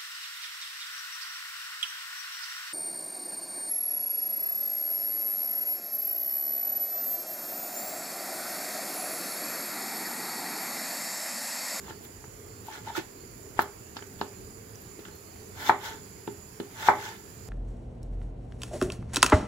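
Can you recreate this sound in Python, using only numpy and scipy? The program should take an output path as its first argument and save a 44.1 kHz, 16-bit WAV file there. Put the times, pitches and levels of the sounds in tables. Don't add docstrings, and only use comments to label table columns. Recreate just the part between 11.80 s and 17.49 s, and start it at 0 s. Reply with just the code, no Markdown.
import sys
import numpy as np
from scipy import signal
from scipy.fft import rfft, irfft, next_fast_len
from scipy.io import wavfile
from scipy.ndimage import uniform_filter1d, minimum_filter1d

SR = 44100
rng = np.random.default_rng(int(sys.argv[2]) if len(sys.argv) > 2 else 0)


def ratio(d):
    e = np.asarray(d, float) / 20
    return 10 ** e


def to_wav(sig):
    pcm = np.clip(np.atleast_2d(sig), -1, 1) * 32767
    pcm = np.round(pcm).astype(np.int16)
    wavfile.write(sys.argv[1], SR, pcm.T)


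N = 250840


def evened(x):
    return x / np.sqrt(np.mean(x ** 2) + 1e-20)


def read(points, hz):
    f, value = np.transpose(points)
    return np.interp(np.log(hz + 1), np.log(f + 1), value)


def add(mix, s, sound):
    part = mix[..., round(s * SR):][..., :sound.shape[-1]]
    part += sound[..., :part.shape[-1]]


def noise_pair(count, likeness, level_db, size=512):
    hz = np.fft.rfftfreq(size, 1 / SR)[:, None]
    t = np.arange(count * 4 // size + 5) * size / 4 / SR
    a, b, c, d = rng.standard_normal((len(t), len(hz), 4)).T
    same = np.clip(read(likeness, hz), -1, 1)
    left = a + 1j * b
    right = same * left + np.sqrt(1 - same ** 2) * (c + 1j * d)
    spectra = np.array([left, right]) * ratio(level_db(hz, t))
    return signal.istft(spectra, nperseg=size, noverlap=size * 3 // 4)[1][:, :count]


# f/Hz, level/dB per Hz
AIR_COLOUR = [(25, -4.5), (50, 0.5), (75, 0), (150, -3.5), (300, -3), (450, -7.5), (600, -11.5),
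              (1500, -14), (2500, -18), (3700, -26.5), (5500, -25), (7500, -19), (9200, -31.5),
              (15500, -25.5)]
# f/Hz, likeness (-1 to 1)
AIR_LIKENESS = [(60, 1), (130, 0.89), (290, 0.91), (640, 0.097), (1410, -0.28), (3100, 0.22), (6820, -0.15),
                (15000, 0.11)]
# f/Hz, width/Hz, left level/dB over the air, right level/dB over the air
HUM_BANDS = [(100.9, 20.4, 12, 15), (192, 30, -0.5, 7), (397.4, 43, 9, 9.5), (443, 29, 3.5, 13),
             (4420, 1100, 3.5, 3), (4870, 410, 6, 7.5), (5930, 71, -9, 7), (7053, 317, 5, 13.5),
             (8800, 230, 7, 7), (10900, 1570, 7, 20), (11500, 224, -25, -15), (12600, 1200, 1, 8),
             (14200, 380, 0, 7.5), (14660, 600, 0, 13.5)]


def air():
    def level_db(hz, t):
        f, width, *lift = np.transpose(HUM_BANDS)
        bands = (np.array(lift)[:, None] / (1 + (2 * (hz - f) / width) ** 2)).sum(axis=2)
        patches = uniform_filter1d(rng.standard_normal((len(t), len(hz))), size=10, axis=0)
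        waver_db = 1.57 * evened(uniform_filter1d(patches, size=12, axis=1)).T
        return read(AIR_COLOUR, hz) + bands[:, :, None] + waver_db

    pair = noise_pair(count=N, likeness=AIR_LIKENESS, level_db=level_db, size=2048)
    return ratio(-46.5) * evened(pair)


# t/s, length/s, first f/Hz, last f/Hz, level/dB
WHISTLES = [(0.094, 0.12, 4420, 4500, -66), (0.668, .16, 4470, 4370, -68),
            (1.367, 0.085, 4170, 4420, -64.5), (1.46, 0.089, 4460, 4500, -65.5),
            (2.54, .06, 4200, 4230, -66), (3.09, .07, 4540, 4540, -69), (3.3, .12, 4180, 4250, -64),
            (3.45, .2, 4350, 4540, -66), (3.537, 0.16, 5930, 6230, -65), (4.2, .16, 4420, 4500, -71),
            (4.68, .12, 5420, 5560, -68)]


def bird():
    out = np.zeros(N)
    for s, length, first_hz, last_hz, db in WHISTLES:
        hz = np.linspace(first_hz, last_hz, round(length * SR))
        flutter_db = 2.5 * evened(uniform_filter1d(rng.standard_normal(len(hz)), size=900))
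        tone = np.sin(2 * np.pi * np.cumsum(hz) / SR)
        add(out, s, ratio(db + flutter_db) * tone * signal.windows.tukey(len(hz), .3))
    return out


# f/Hz, likeness (-1 to 1)
NEAR_LIKENESS = [(60, .97), (200, .85), (400, .65), (850, .88), (1300, .65), (2400, -.2), (4400, .1),
                 (15000, .05)]
# f/Hz, fade time/s
ROOM_FADE = [(150, 0.23), (400, 0.34), (900, 0.19), (2000, 0.28), (5000, 0.25), (12000, 0.098)]


def kitchen(gap_s=.003):
    def fade_db(hz, t):
        return -60 * t / read(ROOM_FADE, hz)

    tail = noise_pair(count=16000, likeness=NEAR_LIKENESS, level_db=fade_db, size=256)
    return np.pad(tail / np.linalg.norm(tail[0]), ((0, 0), (round(gap_s * SR), 0)))


def echo(sound, room, db):
    return ratio(db) * signal.oaconvolve(sound.mean(axis=0)[None], room, axes=1)[:, :N]


# t/s, level/dB, f/Hz,
# length/ms
SNAPS_AND_SQUEAKS = [(.868, -45, 13600, 12), (.923, -49, 5700, 8), (1.151, -25, 1367, 24), (1.176, -21, 342, 27),
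                     (1.192, -23.5, 345, 21), (1.171, -46, 4200, 20), (1.805, -45, 4090, 26),
                     (1.806, -40, 12600, 6.5), (1.806, -44, 15200, 6), (1.819, -47, 4250, 20),
                     (1.819, -39, 12600, 8.7), (1.82, -22, 16700, 13), (2.956, -46, 5900, 6),
                     (2.413, -44, 14500, 4), (2.224, -47, 3050, 9), (3.015, -47, 12400, 18),
                     (3.195, -54, 12500, 15), (3.353, -48, 12900, 12), (3.56, -57, 11500, 12)]


def snaps():
    out, t = np.zeros((2, N)), np.arange(4000) / SR
    for s, db, hz, ms in SNAPS_AND_SQUEAKS:
        noise = rng.standard_normal((2, len(t)))
        puff = 0.99 + evened(uniform_filter1d(noise, size=int(8 * SR / hz)))
        onset = np.minimum(t * hz / 4, 1)
        fade = ratio(db - 20 * 1000 * t / ms)
        add(out, s, fade * onset * puff * np.sin(2 * np.pi * hz * t))
    return out


# t/s, level/dB, highest f/Hz
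EDGE_TICKS = [(0.441, -58, 3000), (1.7907, -36, 4500), (2.168, -33.5, 5240), (2.224, -63, 4000),
              (2.4123, -35, 4600), (3.193, -51, 4500), (3.2516, -45.5, 3600), (3.56, -58, 4000),
              (3.895, -28.5, 4200), (4.474, -45, 4000), (4.8, -41, 4140)]


def ticks(room):
    out, t = np.zeros((2, N)), np.arange(1200) / SR
    for s, db, top_hz in EDGE_TICKS:
        crack = rng.standard_normal((2, len(t))) * ratio(-60 * t / 0.041)
        crack = signal.sosfilt(signal.butter(3, [2500, top_hz], "band", fs=SR, output="sos"), crack)
        add(out, s - .0005, ratio(db + 5.5) * crack / abs(crack).max())
    return out + echo(out, room, db=-7)


# f/Hz, level/dB, time to fade by 60 dB/s, left-right level/dB
BOARD_MODES = [(100.4, -9.5, 0.2, -5), (194.4, -3, 0.15, 4), (264, 5, 0.063, -9.5), (342.3, 8, 0.081, 6),
               (404, -1.5, 0.18, -13), (635, -15, .07, 3), (785, -8, .06, 3), (852, -4, .13, 4),
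               (884, -3, .12, 3), (1000, -10, .06, -2), (1240, -27, 0.065, 2), (1287, 10, 0.01, 16.5),
               (1422, 9, 0.026, -3), (1503, 1, 0.046, 19), (1698, 1.5, 0.036, -15),
               (1789, -4.5, 0.037, -10.5), (2077, 3, 0.009, 21.5), (2353, -8.5, 0.03, -6.5)]
GROUP_TOPS = [550, 1100, 1780]


def board(spot_db):
    hz, db, t60, pan = np.transpose(BOARD_MODES)[:, :, None]
    t = np.arange(8000) / SR
    lag = np.array([0, .00005])[:, None, None]
    sides = ratio(np.array([.5, -.5])[:, None, None] * pan)
    fade = ratio(db + spot_db[:, None] - 60 * t / t60)
    rings = fade * np.sin(2 * np.pi * hz * np.maximum(t - lag, 0))
    flips = (-1) ** np.arange(len(hz))[:, None]
    rings *= np.where(hz > GROUP_TOPS[1], flips, 1)
    member = np.searchsorted(GROUP_TOPS, hz[:, 0]) == np.arange(4)[:, None]
    return -np.einsum("gm,cmt->gct", member, sides * rings)


# hardest t/s, pressure level/dB, lean-in/s, let-go/s, wetness level/dB
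BLADE_STROKES = [(.1, -44, .11, 0.044, -8), (.25, -51.5, 0.044, 0.026, 13), (.868, -51, 0.031, 0.027, 10),
                 (.95, -41, 0.1, 0.076, -8), (1.085, -42.5, 0.072, 0.11, -9),
                 (1.174, -31, 0.041, 0.044, -2), (1.785, -44, 0.032, .01, -8),
                 (1.795, -34.5, 0.0088, .015, 3), (1.81, -42, .012, 0.059, 6),
                 (2.166, -48.5, 0.027, 0.036, -8), (2.228, -49, 0.015, 0.0098, 0),
                 (2.393, -49, 0.0086, 0.026, 6), (3.21, -62, 0.059, .03, 9), (3.255, -53.5, 0.04, 0.13, -4),
                 (3.825, -38.5, 0.092, 0.067, 1.5), (3.891, -30.5, 0.091, 0.031, -1.5),
                 (4.056, -36, 0.075, .14, -2), (5.02, -42.5, 0.082, .05, 3),
                 (5.081, -29.5, 0.13, 0.048, -5.5), (5.253, -37.5, 0.16, .15, -5)]


def pressure():
    rub_db = -59.5
    t, level = np.arange(N) / SR, np.zeros((4, N))
    for s, db, lean, let_go, wet_db in BLADE_STROKES:
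        on = (t > s - 2 * lean) & (t < s + 2 * let_go)
        away = np.where(t[on] < s, (s - t[on]) / lean, (t[on] - s) / let_go)
        tops_db = [db,
                   rub_db + 0.21 * (db - rub_db),
                   db - 6 + 0.16 * wet_db,
                   db - 8.5 + wet_db]
        swell_db = 22.5 * away ** 1.245
        level[:, on] += ratio(2 * (np.array(tops_db)[:, None] - swell_db))
    return np.sqrt(level)


# f/Hz, level/dB per Hz
RASP_COLOUR = [(1900, -40), (2500, 2.5), (3000, 3.5), (3500, 4.5), (4000, 1.5), (5000, -4.5), (6000, -2.5),
               (7200, -5.5), (8000, -4.5), (9000, -20)]
# f/Hz, width/Hz, level/dB
BLADE_MODES = [(3110, 170, -1), (3530, 120, 0), (4200, 120, -2), (4800, 120, -3), (5160, 150, -1),
               (5950, 200, -1.5), (7640, 260, -4.5)]


def rasp_db(hz, t):
    lift_db, chatter_db = 5, 2.5
    f, width, top_db = np.transpose(BLADE_MODES)
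    patches = uniform_filter1d(rng.standard_normal((len(t), len(hz))), size=6, axis=0)
    patches = uniform_filter1d(patches, size=5, axis=1)
    blade = ((lift_db + top_db) / (1 + (2 * (hz - f) / width) ** 2)).sum(axis=1)
    return read(RASP_COLOUR, hz) + blade[:, None] + chatter_db * evened(patches).T


# f/Hz, level/dB per Hz
FIZZ_COLOUR = [(7500, -21), (9300, -1.5), (10500, 1.5), (12700, 6), (14000, 2), (15500, 4)]


def fizz_db(hz, t):
    return read(FIZZ_COLOUR, hz) + 0 * t


def strokes(room):
    level = uniform_filter1d(pressure(), size=220)
    sizes = ratio(2.0 * np.minimum(rng.exponential(1, N), 5))
    happens = rng.random(N) < 1600 / SR
    slips = sizes * happens * rng.choice([-1, 1], N)
    grit = evened(uniform_filter1d(abs(slips), size=40)) + 2.1
    thud, main, upper, top = board(np.zeros(len(BOARD_MODES)))
    ringing = main + ratio(-4.5) * upper + ratio(1.0) * top
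    out = 0
    for drive, ring in ((level[0], ringing), (level[1], np.diff(thud))):
        push = (drive * evened(slips))[None]
        out = out + signal.oaconvolve(push, ring / np.linalg.norm(ring[0]), axes=1)[:, :N]
    for drive, colour_db in ((level[2], rasp_db), (level[3], fizz_db)):
        hiss = noise_pair(count=N, likeness=NEAR_LIKENESS, level_db=colour_db)
        out = out + drive * evened(grit) * evened(hiss)
    return out + echo(out, room, db=-8)


# t/s, blow level/dB, then thud, upper modes and top modes as level/dB over the blow
EDGE_CHOPS = [(0.441, -43, -3, -6.5, -4), (1.7916, -11.5, -10, -6.5, -12), (2.168, -35, -3, -6.5, -10),
              (2.224, -48.5, 10, 3, 6), (2.414, -20.5, -4.5, -11.5, -17), (3.192, -55.5, 17.5, -5, 3),
              (3.253, -54.5, -20, 9, 9), (3.285, -54, 14, 3, 0), (3.56, -56, 5, -3, 4),
              (3.895, -2, -17, -14.5, -10.5), (5.086, 1.5, -17.5, -15.5, -13)]
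# t/s, blow level/dB, thud level/dB, brightness level/dB, landing/ms
SOFT_BUMPS = [
    (0.082, -40, -19, -16, 0.77),
    (0.107, -36, 1.5, -12, 1.3),
    (.884, -24.5, -22, -32, 2.1),
    (1.069, -14, -33, -27, 7.6),
    (1.099, -19.5, -29, -26, 3.1),
    (2.19, -51, -4, 6, 1.2),
    (4.477, -27.5, 5.5, -15.5, 1.5),
    (4.801, -38, 15, -4, 1.1),
]


def knocks(room):
    out, ms = np.zeros((2, N)), np.arange(8000) * 1000 / SR
    hard = [(*row, 0.65) for row in EDGE_CHOPS]
    soft = [(s, db, thud, bright, bright + 3.5, land) for s, db, thud, bright, land in SOFT_BUMPS]
    blows = sorted(hard + soft)
    spots = rng.standard_normal((len(blows), len(BOARD_MODES)))
    bending = signal.butter(3, 600, "high", fs=SR, output="sos")
    for (s, db, thud_db, upper_db, top_db, landing_ms), spot in zip(blows, spots):
        landing = 1 - np.exp(-(ms / landing_ms) ** 2)
        first_wave = 1 + 2.6 * np.exp(-landing_ms / 5 - (ms / (landing_ms + 3.3)) ** 4)
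        thud, main, upper, top = board(1.2 * spot) * landing * .25
        bend = (main + ratio(upper_db) * upper + ratio(top_db) * top) * first_wave
        add(out, s - .0008, ratio(db) * (ratio(thud_db) * thud + signal.sosfilt(bending, bend)))
    return out + echo(out, room, db=-9)


def scene():
    room = kitchen()
    return air() + bird() + snaps() + ticks(room) + strokes(room) + knocks(room)


def low_pass(x):
    return signal.sosfilt(signal.butter(12, 16610, fs=SR, output="sos"), x)


# f/Hz, left-right level/dB
PORT_BALANCE = [(60, -1.5), (300, 2), (2000, -4), (3500, -2), (4300, -8.5), (7200, -12.5), (8500, 1),
                (16000, 2.5)]


def record(dry):
    size = next_fast_len(N + 4096)
    hz = np.fft.rfftfreq(size, 1 / SR)
    treble_cut_db = np.clip(hz - 15780, 0, 60)
    bass_cut_db = 10 * np.log10(1 + (45 / (hz + 1)) ** 4)
    sides_db = np.array([[.5], [-.5]]) * read(PORT_BALANCE, hz)
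    heard = irfft(rfft(dry, size) * ratio(sides_db - treble_cut_db - bass_cut_db), size)[:, :N]
    peak = -minimum_filter1d(-abs(heard).max(axis=0), size=88)
    squeeze = uniform_filter1d(np.minimum(1, .7 / peak) ** .7, size=44)
    return low_pass(heard * squeeze)


dry = scene()
out = record(dry)
to_wav(out)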